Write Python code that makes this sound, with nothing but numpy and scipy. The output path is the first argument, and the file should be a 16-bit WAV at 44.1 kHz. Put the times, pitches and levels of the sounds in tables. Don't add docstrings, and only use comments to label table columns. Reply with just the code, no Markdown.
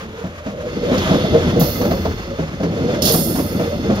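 import sys
import numpy as np
from scipy import signal
from scipy.fft import rfft, irfft
from scipy.io import wavfile

SR = 44100
rng = np.random.default_rng(int(sys.argv[2]) if len(sys.argv) > 2 else 0)


def wav_out(sig):
    wavfile.write(sys.argv[1], SR, np.round(np.clip(np.atleast_2d(sig).T, -1, 1) * 32767).astype(np.int16))


def natural_amplitude(level_db):
    exponent = np.asarray(level_db, float) / 20
    return 10 ** exponent


N = 176400
HZ = np.fft.rfftfreq(N, 1 / SR)
T = np.arange(N) / SR
HIT_N = 8192
LEFT_LAG_S = .00022

# [t/s, sleeper hum level/dB, rail song level/dB, rail song f/Hz,
# flange grind level/dB, rim tone level/dB]
BOGIES = [(0, -40, -37.5, 480, -44, -66), (.44, -41, -34, 527, -48, -85),
          (.72, -29.5, -28.5, 508, -43.5, -44), (.85, -24.5, -24, 512, -39, -44),
          (1.04, -19.5, -21, 561, -34, -42), (1.16, -21.5, -30, 558, -35, -37),
          (1.53, -20.5, -24.5, 517, -37.5, -40.5), (1.77, -22.5, -32, 552, -43, -39),
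          (1.98, -27, -26, 484, -44, -40.5), (2.19, -33, -35.5, 492, -43.5, -44),
          (2.52, -35, -39.5, 502, -44.5, -50), (2.72, -24.5, -28.5, 502, -43.5, -47.5),
          (2.88, -23.5, -27.5, 505, -41, -40.5), (3.06, -22, -20.5, 535, -38.5, -43),
          (3.25, -24, -38.5, 534, -46.5, -44.5), (3.6, -22, -25, 508, -42, -41),
          (4, -25.5, -44.5, 520, -41, -43.5)]
# [t/s, peak level/dB, knock f/Hz, rattle level over the thump/dB]
AXLES = [(0.237, -13, 173, -18), (0.46, -11.5, 203, -10), (0.882, -13, 175, -33), (0.912, -2.5, 253, -14),
         (1.089, -6.5, 195, -10), (1.111, -0.5, 196.4, -13.5), (1.138, -4, 234, -13), (1.239, -8, 208, -26),
         (1.34, 1.5, 470.4, -17), (1.557, -8, 227, -40), (1.608, -2, 175, -12.5), (1.81, -17.5, 178, 4),
         (1.847, -10.5, 208, -3.5), (1.906, -6, 173, -7.5), (2.049, -8, 432, -7), (2.386, -7.5, 281, -14),
         (2.598, -12.5, 194, -12), (2.628, -8.5, 292, -8), (2.88, -13, 495, -22), (3.137, -7.5, 333, -5),
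         (3.35, -13.5, 257, -3.5), (3.383, -9, 322, -7.5), (3.592, -8, 465, -10.5), (3.838, -14, 221, -38),
         (3.896, -3.5, 233, -14), (3.967, -12, 187, -8)]
# [t/s, peak level/dB, f/Hz]
RAIL_PINGS = [(0.583, -17, 486), (0.657, -10, 488), (0.763, -30, 510), (0.861, -8.5, 500),
              (0.891, -5.5, 546), (0.974, -15, 523), (1.176, -6.5, 503), (1.249, -10, 440),
              (1.342, 0.5, 465), (1.495, -12, 475), (1.56, 1, 475.5), (1.66, -9, 581), (1.996, -22, 480),
              (2.05, -19, 413), (2.601, -13.5, 525), (2.752, -13, 476), (2.835, -7, 473),
              (2.884, -7.5, 509), (2.988, -13.5, 524), (3.098, -2, 464), (3.212, -11, 553),
              (3.504, -13, 502), (3.596, -19, 439), (3.85, -5.5, 458), (3.903, -6, 543)]
# [t/s, peak level/dB, f/Hz, length/s]
SLEEPER_BOOMS = [(0.236, -24, 184, 0.043), (0.456, -16.5, 194, 0.087), (0.923, -8.5, 289, 0.032),
                 (1.011, -22, 157, 0.044), (1.093, -5, 175, 0.038), (1.135, -2.5, 288, 0.034),
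                 (1.181, -15, 268, 0.05), (1.238, -14, 203, 0.043), (1.281, -12, 241, 0.042),
                 (1.586, -14, 248, 0.033), (1.803, -20, 183, 0.04), (1.907, -8, 175, 0.061),
                 (2.39, -7.5, 160.4, 0.061), (2.631, -4.5, 168, 0.058), (3.149, -2.5, 169, 0.035),
                 (3.368, -5.5, 270, 0.043), (3.618, -11.5, 240, 0.029), (3.838, -7.5, 207, 0.061),
                 (3.883, -3, 207, 0.061), (3.964, -19, 188, 0.035)]
# [t/s, ring level/dB, clatter level/dB, rise/s, clatter t60/s]
FLANGE_STRIKES = [
    (.265, -55, -63, .01, 0.18),
    (0.976, -40, -27.5, 0.0077, 0.11),
    (1.596, -22, -36, .003, 0.23),
    (1.603, -39, -25, 0.0013, 0.067),
    (3.02, -26.5, -19, 0.0011, 0.11),
    (3.047, -21.5, -19.5, 0.0085, 0.47),
    (3.119, -22.5, -40, 0.002, 0.12),
    (3.352, -38.5, -35.5, .004, 0.26),
    (3.951, -45, -37, 0.011, 0.13),
]
# [t/s, level/dB]
BODY_LEVEL = [(0, -39), (.5, -40), (1.05, -28), (2.2, -28), (2.55, -33), (2.9, -32), (4, -29.5)]

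# [f/Hz, width/Hz, level/dB]
RAIL_MODES = [(175, 138, -2), (225, 215, -3.5), (344, 66, -4), (707, 220, -21), (1380, 130, -24)]
# [f/Hz, level/dB]
RAIL_BED = [(60, -40), (120, -42), (400, -11), (750, -21), (1600, -59.5)]
# [f/Hz, width/Hz, level/dB]
RIM_MODES = [(1267, 89, 4), (2066, 65, 7.5), (2700, 240, -2), (3520, 105, 3.5), (4385, 320, -1),
             (4820, 104, -3.5), (5307, 390, -4.5), (6260, 300, -5.5)]
# [f/Hz, width/Hz, level/dB]
STRUCK_RIM_MODES = [(2820, 120, -10), (3290, 150, -6), (3570, 160, -6), (3900, 200, -11), (4390, 130, 0),
                    (4790, 110, -2), (5350, 200, 0), (5640, 90, -7), (6430, 150, -4), (6800, 250, -9)]
# [f/Hz, width/Hz, level/dB]
WHEEL_MODES = [
    [(9600, 300, -10), (11600, 200, -1), (12260, 350, 6.5), (12900, 300, -2), (14400, 400, 8),
     (15500, 200, 0)],
    [(8600, 330, -1), (9820, 180, -7), (11060, 350, -0.5), (11930, 250, 3.5), (12700, 200, 2),
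     (12800, 250, -7), (13800, 300, 1), (15100, 300, -7)],
]
# [f/Hz, level/dB]
WHEEL_SHEEN = [
    [(7000, -7), (8500, -16), (10200, -16), (11500, -5.5), (14700, -8), (16000, -1.5)],
    [(7000, -6.5), (9300, -48), (10400, -9.5), (11200, -12), (14000, -16), (16000, -17)],
]
# [f/Hz, level/dB]
CLATTER_COLOUR = [(1800, -28), (2400, -20), (2750, -5), (3300, -3), (5000, -1), (6800, -5), (7800, -24)]
# [f/Hz, level/dB]
GRIND_COLOUR = [(1250, 6.5), (2450, 0), (3200, -3.5), (4200, -9), (6800, -11), (9200, -25), (11500, -21.5),
                (16000, -31)]
# [f/Hz, width/Hz, level/dB]
ROAR_MODES = [(3360, 1100, 2), (11400, 1100, -15)]
# [f/Hz, level/dB]
RATTLE_COLOUR = [(500, -1), (900, -1), (1500, -8.5), (2500, -15), (6500, -22.5), (8000, -37.5)]
# [f/Hz, level/dB]
BODY_COLOUR = [(20, -67), (40, -2.5), (80, -0.5), (105, 2.5), (150, -13.5)]
# [f/Hz, width/Hz, level/dB]
FLOOR_MODES = [(83.8, 9.5, 8)]

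# [f/Hz, coherence/1]
COHERENCE = [(60, .99), (400, .96), (800, .9), (1500, .7), (3000, .45), (8000, .3), (15000, .2)]
# [f/Hz, level/dB]
LEAN = [(240, 0.5), (950, -1.5), (3000, 0.5), (6000, -6), (12000, -4.5)]
# [f/Hz, level/dB]
STRIKE_LEAN = [(3000, -3), (6000, -8), (12000, -9.5)]


def read(points, hz):
    f, value = np.transpose(points)
    return np.interp(np.log(hz + 1), np.log(f + 1), value)


def humps(peaks, hz):
    return np.sqrt(sum(natural_amplitude(2 * db) / (1 + (2 * (hz - f) / w) ** 2) ** 2 for f, w, db in peaks))


def noise(gain, lean):
    n = 2 * len(gain) - 2
    hz = np.fft.rfftfreq(n, 1 / SR)
    a, b = rfft(rng.standard_normal((2, n)), axis=1) * gain
    same = np.clip(read(COHERENCE, hz), 0, 1)
    side = natural_amplitude(read(lean, hz) / 2)
    left = a * side * np.exp(-2j * np.pi * hz * LEFT_LAG_S)
    right = (same * a + np.sqrt(1 - same ** 2) * b) / side
    x = irfft([left, right], axis=1)
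    return x / x.mean(0).std()


def flicker(per_s, depth_db):
    x = irfft(rfft(rng.standard_normal(N)) / (1 + (HZ / per_s) ** 2), N)
    return natural_amplitude(depth_db * x / x.std())


def glide(x, hz, width):
    turn = np.exp(2j * np.pi * np.cumsum(hz) / SR)
    r = np.exp(-np.pi * width / SR)
    x = 2 * (turn * signal.lfilter([1.], [1, -2 * r, r * r], x / turn, axis=1)).real
    return x / x.mean(0).std()


def blow(s, rise, t60):
    t = np.maximum(T - s, 0)
    return np.minimum(t / abs(rise), 1) * natural_amplitude(-60 * t / t60)


def hit_times():
    t = np.arange(HIT_N) / SR
    return t, np.maximum(t - np.array([[LEFT_LAG_S], [0]]), 0)


def course(column):
    table = np.transpose(BOGIES)
    return np.interp(T, table[0], table[column])


def sleeper_hum():
    colour = np.hypot(humps(RAIL_MODES, HZ), natural_amplitude(read(RAIL_BED, HZ)))
    return noise(colour, LEAN) * flicker(per_s=8.3, depth_db=3.0) * natural_amplitude(course(1))


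def rail_song():
    sing_hz = course(3)
    song = 0
    for ratio in (.92, 1.12):
        mode = glide(noise(np.ones(len(HZ)), LEAN), ratio * sing_hz, width=70)
        song = song + mode * flicker(per_s=6.3, depth_db=5.0) * 0.49
    return song * natural_amplitude(course(2) - 0.5)


def axle_joints():
    out = np.zeros((2, N + HIT_N))
    hz = np.fft.rfftfreq(HIT_N, 1 / SR)
    t, late = hit_times()
    rise = np.minimum(late / 0.008, 1)
    for s, peak_db, pitch_hz, rattle_db in AXLES:
        extra = humps([(520, 200, -3), (700, 160, -7), (pitch_hz, 110, 0)], hz)
        colour = np.sqrt(humps(RAIL_MODES, hz) ** 2 + extra ** 2)
        thump = noise(colour, LEAN) * rise * natural_amplitude(-11.5 - 60 * t / 0.28)
        partials = ((pitch_hz, 1), (1.43 * pitch_hz, .45), (640, .45))
        knock = sum(g * np.sin(2 * np.pi * (f * late + rng.random())) for f, g in partials)
        knock = knock * rise * natural_amplitude(-4 - 60 * t / 0.11)
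        rattle = noise(natural_amplitude(read(RATTLE_COLOUR, hz)), LEAN) * np.minimum(t / .008, 1)
        rattle = rattle * natural_amplitude(-6 + rattle_db - 60 * t / 0.18)
        fade = 1 - (t / t[-1]) ** 2
        out[:, round(s * SR):][:, :HIT_N] += natural_amplitude(peak_db) * fade * (thump + knock + rattle)
    return out[:, :N]


def rail_pings():
    out = np.zeros((2, N + HIT_N))
    t, late = hit_times()
    for s, peak_db, pitch_hz in RAIL_PINGS:
        shape = np.minimum(late / 0.0096, 1) * natural_amplitude(peak_db - 10 - 60 * t / 0.24)
        out[:, round(s * SR):][:, :HIT_N] += shape * np.sin(2 * np.pi * pitch_hz * late)
    return out[:, :N]


def sleeper_booms():
    out = np.zeros((2, N + HIT_N))
    t, late = hit_times()
    for s, peak_db, pitch_hz, length in SLEEPER_BOOMS:
        stop = 1 + np.exp((t - length) / 0.013)
        shape = np.minimum(late / 0.0073, 1) / stop * natural_amplitude(peak_db - 11)
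        out[:, round(s * SR):][:, :HIT_N] += shape * np.sin(2 * np.pi * pitch_hz * late)
    return out[:, :N]


def flange_strikes():
    out = np.zeros((2, N))
    for wheel in range(2):
        ring, clatter, linger = np.zeros((3, N))
        for s, ring_db, clatter_db, rise, clatter_t60 in FLANGE_STRIKES:
            if (s > 2.8) == wheel:
                t60 = 1.09 if ring_db > -40 else .12
                flash = natural_amplitude(-0.5) * blow(s, rise, 0.045)
                ring += (natural_amplitude(ring_db) * (blow(s, rise, t60) + flash)) ** 2
                clatter += (natural_amplitude(clatter_db) * blow(s, rise, clatter_t60)) ** 2
                linger += (natural_amplitude(clatter_db - 6.5) * blow(s, rise, t60)) ** 2
        sheen = natural_amplitude(read(WHEEL_SHEEN[wheel], HZ)) / (1 + (7500 / (HZ + 1)) ** 12)
        hiss = np.hypot(sheen, humps(WHEEL_MODES[wheel], HZ) / 2)
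        out += noise(hiss, STRIKE_LEAN) * np.sqrt(ring)
        rim = humps(STRUCK_RIM_MODES, HZ) * natural_amplitude(8) if wheel else humps(RIM_MODES[4:], HZ)
        bed = natural_amplitude(read(CLATTER_COLOUR, HZ))
        rough = flicker(per_s=20, depth_db=1.5)
        out += noise(np.hypot(bed, rim / 2), STRIKE_LEAN) * np.sqrt(clatter) * rough
        out += noise(np.hypot(rim, bed / 2), STRIKE_LEAN) * np.sqrt(linger)
    return out


def flange_grind():
    grind_db = course(4)
    colour = natural_amplitude(read(GRIND_COLOUR, HZ)) / (1 + (600 / (HZ + 1)) ** 4)
    grind = noise(colour, LEAN) * flicker(per_s=10.6, depth_db=2.25)
    roar = noise(humps(ROAR_MODES, HZ), LEAN) * natural_amplitude(grind_db + 30.5)
    return (grind + roar) * natural_amplitude(grind_db + 3.5)


def rim_tones():
    pulse = natural_amplitude(0.4 * np.sin(2 * np.pi * 4.2 * T))
    return noise(humps(RIM_MODES, HZ), STRIKE_LEAN) * pulse * natural_amplitude(course(5))


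def body_rumble():
    rumble = natural_amplitude(read(BODY_COLOUR, HZ)) / (1 + (HZ / 170) ** 6)
    level_db = np.interp(T, *np.transpose(BODY_LEVEL))
    return noise(np.hypot(rumble, humps(FLOOR_MODES, HZ)), LEAN) * natural_amplitude(level_db)


def scene():
    wheels_and_rail = sleeper_hum() + rail_song() + axle_joints() + rail_pings() + sleeper_booms()
    return wheels_and_rail + flange_strikes() + flange_grind() + rim_tones() + body_rumble()


def top_cut(x):
    return signal.sosfilt(signal.butter(12, 16470, fs=SR, output="sos"), x)


def record(dry):
    limited = np.tanh(dry * 0.91) / 0.83
    dip = 1 - .86 / (1 + (2 * (HZ - 7950) / 900) ** 4)
    band = (HZ < 15760) / (1 + (33 / (HZ + 1)) ** 4)
    mix = irfft(rfft(limited, axis=1) * dip * band, N, axis=1)
    return top_cut(mix)


dry = scene()
out = record(dry)
wav_out(out)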